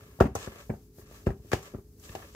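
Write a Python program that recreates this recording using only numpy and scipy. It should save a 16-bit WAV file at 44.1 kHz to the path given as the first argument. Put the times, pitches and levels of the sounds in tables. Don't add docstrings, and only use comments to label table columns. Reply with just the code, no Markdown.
import sys
import numpy as np
from scipy import signal
from scipy.fft import rfft, irfft, next_fast_len
from scipy.io import wavfile
from scipy.ndimage import uniform_filter1d

SR = 44100
rng = np.random.default_rng(int(sys.argv[2]) if len(sys.argv) > 2 else 0)


def to_wav(s):
    ch = np.atleast_2d(s).T
    pcm = np.round(np.clip(ch, -1, 1) * 32767)
    wavfile.write(sys.argv[1], SR, pcm.astype(np.int16))


def voltage_ratio(level):
    return 10 ** (np.asarray(level, float) / 20)


N = 103635

# pitch_hz, level_db, t60_s
COUNTER_MODES = [(77.4, -5.5, 0.16), (97, 1, 0.073), (129, 9, 0.033), (168.6, -8, 0.11), (210.8, 1, 0.081)]
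# pitch_hz, level_db, t60_s
BOWL_FLOOR_MODES = [(281.5, -8.5, 0.0655), (390.6, -5, 0.039), (485, 4.5, 0.014), (554.3, -1, 0.016),
                    (655, -4, 0.03), (773, -6.5, 0.21), (846, -24.5, .06)]
# pitch_hz, level_db
WALL_MODES = [(980, -21), (1195, 2), (1320, -1.5), (1385, -11), (1680, -4), (1780, -1), (2160, -15.5),
              (2340, -9.5), (2680, -11), (3680, -14), (5750, -14.5), (6700, -14)]
# start_s, counter_thud_db, knock_db, colour_octaves (over 400 Hz)
KNOCKS = [(0.189, -33.5, -37.5, 0.84), (.202, -61, -27, 0.8), (0.2065, -36, -12, 0.85),
          (0.2082, -8.5, -2.5, 0.086), (0.221, -45, -19, -0.23), (0.241, -17.5, -22, -0.36),
          (.255, -27, -18, -0.37), (0.277, -42, -49, -0.71), (0.307, -32, -57, -0.75), (0.353, -28, -18, 1),
          (0.357, -51, -25, 0.95), (.364, -31.5, -30, 0.95), (0.474, -30, -26, 0.011),
          (.695, -20, -29.5, 0.45), (.701, -20, -21.5, -0.43), (0.722, -52, -36, -0.11),
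          (.738, -40, -33.5, 0.41), (.983, -43, -41, -0.26), (.994, -50, -42.5, -.2),
          (1.021, -50.5, -52, -0.11), (1.263, -49, -34, -.3), (1.268, -12, -13.5, -0.39),
          (1.274, -28, -24.5, -0.12), (1.289, -19, -28, 0.96), (1.304, -35, -26, 0.0087),
          (1.397, -36.5, -53, 0.45), (1.447, -41, -44.5, -0.19), (1.519, -59, -26, 0.14),
          (1.5312, -36.5, -35.5, .8), (1.533, -18.5, -10, 0.15), (1.546, -55, -28, 1),
          (1.738, -68, -30.5, -0.37), (1.7465, -28, -26.5, -0.32), (1.784, -38.5, -39, -0.37),
          (2.1514, -41, -23, 1)]
# start_s, counter_thud_db, knock_db,
# colour_octaves (over 400 Hz)
MORE_KNOCKS = [
    (0.522, -46, -39.5, 0.28),
    (.560, -46, -39, 0.35),
    (1.112, -63, -42.5, 0.28),
    (2.201, -64, -39.5, 0.99),
    (2.095, -36, -44, 0),
    (2.164, -39.5, -38, 0.54),
    (2.180, -59, -43, 0.99),
    (2.347, -54, -40.5, 1),
]
# start_s, clank_db, colour_octaves (over 1400 Hz), tick_db
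CLANKS = [(.008, -45.5, -0.6, -66), (0.2022, -17.5, -0.18, -36.5), (.206, -21, 0, -37.5),
          (0.2227, -25, -0.06, -59), (0.254, -36, 0.5, -55), (0.3512, -31.5, 2.5, -34),
          (.3545, -36, 2.3, -50), (0.354, -28.5, -0.74, -64), (0.472, -36, -0.3, -58),
          (0.699, -37, 0.5, -69), (.985, -53, 0, -78), (1.014, -52, 0.3, -80), (1.068, -67, 2, -66),
          (1.262, -45, 1, -57), (1.2669, -30, 0.18, -43.5), (1.303, -41, 0.7, -62), (1.4375, -70, -1, -82),
          (1.4853, -77, 1, -61), (1.628, -62, 5, -48.5), (1.739, -56, -1, -70), (1.5169, -24.5, 0.7, -34.5),
          (1.525, -29.5, 0.1, -41.5), (1.528, -32, 1.2, -45), (1.531, -20.5, 0.47, -30.5),
          (1.745, -46, -0.6, -75), (1.781, -62, -2, -74), (1.997, -69, 3, -55.5), (2.092, -41.5, 1, -52),
          (2.1509, -40, .9, -40.5), (2.223, -43, 0.1, -56), (2.349, -33.5, 0.5, -43)]
# pitch_hz, density_db (per Hz)
TICK_COLOUR = [(900, -5.5), (1800, -7.5), (2700, -1.5), (3300, -8.5), (6800, -9), (8600, -16.5),
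               (16000, -20)]
# pitch_hz, density_db (per Hz)
SPLAT_COLOUR = [(900, -1), (2000, -10), (3300, -28.5), (5800, -0.5), (7500, -1), (9000, -7), (16000, -10)]
# pitch_hz, density_db (per Hz)
SLOP_COLOUR = [(500, -0.5), (800, 0.5), (1300, -3), (1750, -7), (2600, -16.5), (4000, -34)]
# start_s, pressure_db, scrape_db (over pressure)
DRAG = [(0, -60.5, -5.5), (.08, -66, -7), (0.345, -69.5, -9), (0.356, -50.5, -3), (0.448, -50, 0),
        (0.508, -57.5, -10), (0.608, -53.5, -5.5), (0.679, -73.5, 2), (0.938, -87.5, 4),
        (0.998, -72.5, -1.5), (1.159, -60.5, -3.5), (1.351, -84, 4), (1.658, -54.5, -4),
        (1.95, -105.5, 2.5), (2.04, -63, 7), (2.11, -59, -1), (2.241, -55.5, -8), (2.35, -70.5, 6)]
# pitch_hz, density_db (per Hz)
SQUISH_COLOUR = [(300, -10.5), (560, -0.5), (850, -23.5), (1900, -7.5), (3300, -17), (8500, -40),
                 (9500, -25), (13000, -19.5), (16000, -34)]
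# pitch_hz, density_db (per Hz)
SCRAPE_COLOUR = [(3500, -16), (4800, -14.5), (6500, -10), (8100, -12.5), (8700, -18), (10000, -62.5)]
# pitch_hz, t60_s
KITCHEN_DECAY = [(60, 0.2), (1000, 0.23), (12000, 0.16)]
# pitch_hz, density_db (per Hz)
KITCHEN_COLOUR = [(20, 1), (300, -1.5), (1200, -1.5), (1750, -6.5), (3000, -1), (20000, -1.5)]
# multiple (of the hum pitch), level_db
HUM_ORDERS = [(1, -62), (2, -65), (3, -67), (4, -69), (5, -66), (8, -62)]
# pitch_hz, density_db (per Hz)
AIR_COLOUR = [(25, -30), (48, -6), (199, -22), (263, -24.5), (318, -21.5), (421, -25.5), (480, -33.5),
              (1000, -62.5), (1300, -102.5), (2200, -120)]
# pitch_hz, density_db (per Hz)
HISS_COLOUR = [(800, -3), (1200, -7), (3300, -10), (4800, -3), (7000, -2.5), (9000, -6.5), (12300, -0.5),
               (16000, -2.5)]
# start_s, opening_db
GATE = [(0, -1), (.2, 4.5), (.34, -8.5), (.355, 3.5), (.54, 2.5), (.6, 1.5), (.68, 4), (.92, -4.5),
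        (1.0, 9.5), (1.06, -3), (1.13, 6), (1.4, -3.5), (1.5, 4.5), (1.6, 3.5), (1.82, -2), (1.96, -1.5),
        (2.04, 9), (2.35, 2)]
# pitch_hz, likeness (0 to 1)
PORT_LIKENESS = [(60, .995), (400, .975), (560, .5), (1400, .3), (3000, 0)]
# pitch_hz, left_over_right_db
PORT_BALANCE = [(120, .5), (300, 1.2), (700, 3.5), (5000, .2), (12000, 3.4)]

COUNTER_PUSH_S, FLOOR_PUSH_S = 0.0045, 0.0014
SPOT_DB, SPOT_DETUNE = 2.5, 0.016
FLOOR_NARROW_DB, WALL_NARROW_DB = 9, 18
BLOOM_S = 0.0012
FLOOR_LONGEST_T60_S, WALL_T60_S = 0.05, 0.022
CRUNCH_LEVEL, CRUNCH_S = 0.12, 0.003
TICK_RISE_S, TICK_T60_S = 0.001, 0.023
SMEAR_DB, SMEAR_T60_S = -11.5, 0.2
SLOP_DB, SLOP_RISE_S, SLOP_T60_S = -27.5, 0.0023, 0.13
SLIPS_PER_S, SLIP_SPREAD_DB = 2300, 3.5
FUZZ_DB, FUZZ_T60_S = -1, 0.022
KITCHEN_DB = -10.5
DUCK_OVER_DB, DUCK_SHARE, RECOVER_DB_PER_S = -24, 0.18, 58.5
HUM_HZ, HUM_DB, HUM_WAVER_DB = 52.5, -3, 1.2
AIR_DB, HISS_DB = -55, -65
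MIC_HZ, EDGE_HZ, LEAK_DB, CEILING = 50, 15700, -27, 0.93


def knocks():
    out = np.zeros((2, N))
    floor = np.minimum(BOWL_FLOOR_MODES, [SR, SR, FLOOR_LONGEST_T60_S])
    counter_push = np.hanning(int(COUNTER_PUSH_S * SR))
    for start_s, thud_db, knock_db, colour in KNOCKS + MORE_KNOCKS:
        add(out, start_s, -voltage_ratio(thud_db) * ring(COUNTER_MODES, counter_push))
        push = np.hanning(int(FLOOR_PUSH_S * SR / 2 ** colour) + 3)
        knock = ring(floor, push, 400 * 2 ** colour, FLOOR_NARROW_DB)
        add(out, start_s, voltage_ratio(knock_db) * knock)
    return out


def clanks():
    out = np.zeros((2, N))
    t = np.arange(800) / SR
    wall = [(hz, db, WALL_T60_S) for hz, db in WALL_MODES]
    for start_s, clank_db, colour, _ in CLANKS:
        rough = np.exp(-t / CRUNCH_S) * rng.standard_normal(len(t))
        push = (t == 0) + CRUNCH_LEVEL * rough
        add(out, start_s, voltage_ratio(clank_db) * ring(wall, push, 1400 * 2 ** colour, WALL_NARROW_DB))
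    return out


def ticks():
    t = np.arange(12000)[None] / SR
    shape = np.zeros((2, N))
    for start_s, _, colour, tick_db in CLANKS:
        wet = np.clip(colour - 1, 0, 1)
        share = np.sqrt([[1 - wet], [wet]])
        rise = np.minimum(t / TICK_RISE_S, 1)
        fall = voltage_ratio(-60 * t / TICK_T60_S) + voltage_ratio(SMEAR_DB - 60 * t / SMEAR_T60_S)
        add(shape, start_s, share * voltage_ratio(tick_db) * rise * fall)
    crack = shape[0] * pair(noise(), TICK_COLOUR)
    splat = shape[1] * pair(noise(), SPLAT_COLOUR)
    return crack + splat


def slop():
    t = np.arange(9000)[None] / SR
    shape = np.zeros((1, N))
    for start_s, _, knock_db, _ in KNOCKS + MORE_KNOCKS:
        fall = voltage_ratio(knock_db + SLOP_DB - 60 * t / SLOP_T60_S)
        add(shape, start_s, fall * np.minimum(t / SLOP_RISE_S, 1))
    return shape * voltage_ratio(2.3 * wander(150)) * pair(noise(), SLOP_COLOUR)


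def drag():
    start_s, pressure_db, scrape_db = np.transpose(DRAG)
    t = np.arange(N) / SR
    slip_sizes = voltage_ratio(SLIP_SPREAD_DB * np.minimum(rng.exponential(1, N), 5))
    slips = slip_sizes * (rng.random(N) < SLIPS_PER_S / SR)
    roughness = evened(signal.lfilter([1], [1, -0.985], slips))
    grain = (0.83 + roughness) * noise()

    tail_t = t[:5000]
    tail = 0
    for hz, db in WALL_MODES[:-3]:
        tail = tail + voltage_ratio(db - 60 * tail_t / FUZZ_T60_S) * np.sin(2 * np.pi * hz * tail_t)
    wall = evened(signal.oaconvolve(grain[::-1], tail[None], axes=1)[:, :N])

    pressure = voltage_ratio(np.interp(t, start_s, pressure_db) + 0.5 * wander(30))
    squish = pair(grain, SQUISH_COLOUR)
    scrape = voltage_ratio(np.interp(t, start_s, scrape_db)) * pair(grain, SCRAPE_COLOUR)
    return pressure * (squish + voltage_ratio(FUZZ_DB) * wall + scrape)


def kitchen(x):
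    taps = pair(noise(), KITCHEN_COLOUR)[:, :SR // 2]
    hz, t, z = signal.stft(taps, SR, nperseg=256)
    decay = voltage_ratio(-60 * t / read(KITCHEN_DECAY, hz)[:, None])
    tail = signal.istft(z * decay, SR, nperseg=256)[1]
    tail = tail * np.minimum(np.arange(tail.shape[1]) / (0.0048 * SR), 1)
    tail = tail / np.linalg.norm(tail[0])
    return signal.fftconvolve(x.mean(0)[None], tail, axes=1)[:, :N]


def ducking(x):
    power = uniform_filter1d((x ** 2).mean(0), size=400)
    power_db = 10 * np.log10(abs(power) + 1e-12)
    recovery = np.arange(N) * RECOVER_DB_PER_S / SR
    held_db = np.maximum.accumulate(power_db + recovery) - recovery
    over_db = np.maximum(held_db - DUCK_OVER_DB, 0)
    return voltage_ratio(-DUCK_SHARE * uniform_filter1d(over_db, size=400))


def background():
    t = np.arange(N) / SR
    hum = 0
    for multiple, db in HUM_ORDERS:
        level = voltage_ratio(db + HUM_DB + HUM_WAVER_DB * wander(9))
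        hum = hum + level * np.sin(2 * np.pi * (multiple * HUM_HZ * t + rng.random()))
    air = voltage_ratio(AIR_DB + 0.5 * wander(5.1)) * pair(noise(), AIR_COLOUR)
    gate_db = np.interp(t, *np.transpose(GATE))
    hiss = voltage_ratio(HISS_DB + gate_db + 0.64 * wander(18)) * pair(noise(), HISS_COLOUR)
    return np.sqrt(2) * hum + air + hiss


def ring(modes, push, centre_hz=100, narrow_db=0):
    hz, db, t60 = np.transpose(modes)[:, :, None]
    spot = rng.standard_normal((len(modes), 3, 1))
    t = np.arange(int(t60.max() * SR)) / SR
    apart = np.arccos(np.clip(read(PORT_LIKENESS, hz), -1, 1)) * np.sign(spot[:, 2]) / 2
    turn = 2j * np.pi * hz * (1 + SPOT_DETUNE * spot[:, 0]) - np.log(1000) / t60
    off_centre_db = narrow_db * np.log2(hz / centre_hz) ** 2
    size = voltage_ratio(db + SPOT_DB * spot[:, 1] - off_centre_db)
    ports = []
    for side in (1, -1):
        ports.append(size * voltage_ratio(side * read(PORT_BALANCE, hz) / 2) * np.exp(1j * side * apart))
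    ringing = (np.hstack(ports).T @ np.exp(turn * t)).imag
    bloom = 1 - np.exp(-t / BLOOM_S)
    out = signal.oaconvolve(ringing * bloom, push[None], axes=1)
    return out / abs(out).max()


def pair(x, colour):
    size = next_fast_len(N)
    hz = np.fft.rfftfreq(size, 1 / SR)
    a, b = rfft(x, size)
    same = np.clip(read(PORT_LIKENESS, hz), -1, 1)
    balance = voltage_ratio(read(PORT_BALANCE, hz) / 2)
    gain = voltage_ratio(read(colour, hz)) * (hz > 0.7 * colour[0][0])
    left = a * balance
    right = (same * a + np.sqrt(1 - same ** 2) * b) / balance
    return evened(irfft(np.array([left, right]) * gain, size)[:, :N])


def noise():
    return rng.standard_normal((2, N))


def wander(rate_hz):
    t = np.arange(N) / SR
    rates = np.geomspace(rate_hz / 10, rate_hz, 12)
    return evened(sum(np.sin(2 * np.pi * (f * t + rng.random())) for f in rates))


def evened(x):
    return x / np.sqrt(np.mean(x ** 2) + 1e-20)


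def read(points, hz):
    f, value = np.transpose(points)
    return np.interp(np.log(hz + 1), np.log(f + 1), value, left=value[0], right=value[-1])


def add(mix, start_s, sound):
    part = mix[:, round(start_s * SR):][:, :sound.shape[1]]
    part += sound[:, :part.shape[1]]


def scene():
    blows = knocks() + clanks() + ticks()
    near = blows + drag() + slop()
    far = voltage_ratio(KITCHEN_DB) * kitchen(near) + background()
    return near + ducking(blows) * far


def top_cut(x):
    return signal.sosfilt(signal.butter(12, 16920, fs=SR, output="sos"), x)


def record(dry):
    x = signal.sosfilt(signal.butter(5, MIC_HZ, "high", fs=SR, output="sos"), dry)
    band_limit = signal.firwin(301, EDGE_HZ, window=("kaiser", 6), fs=SR)
    x = voltage_ratio(LEAK_DB) * x + signal.oaconvolve(x, band_limit[None], "same")
    return top_cut(np.clip(x, -CEILING, CEILING))


dry = scene()
out = record(dry)
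to_wav(out)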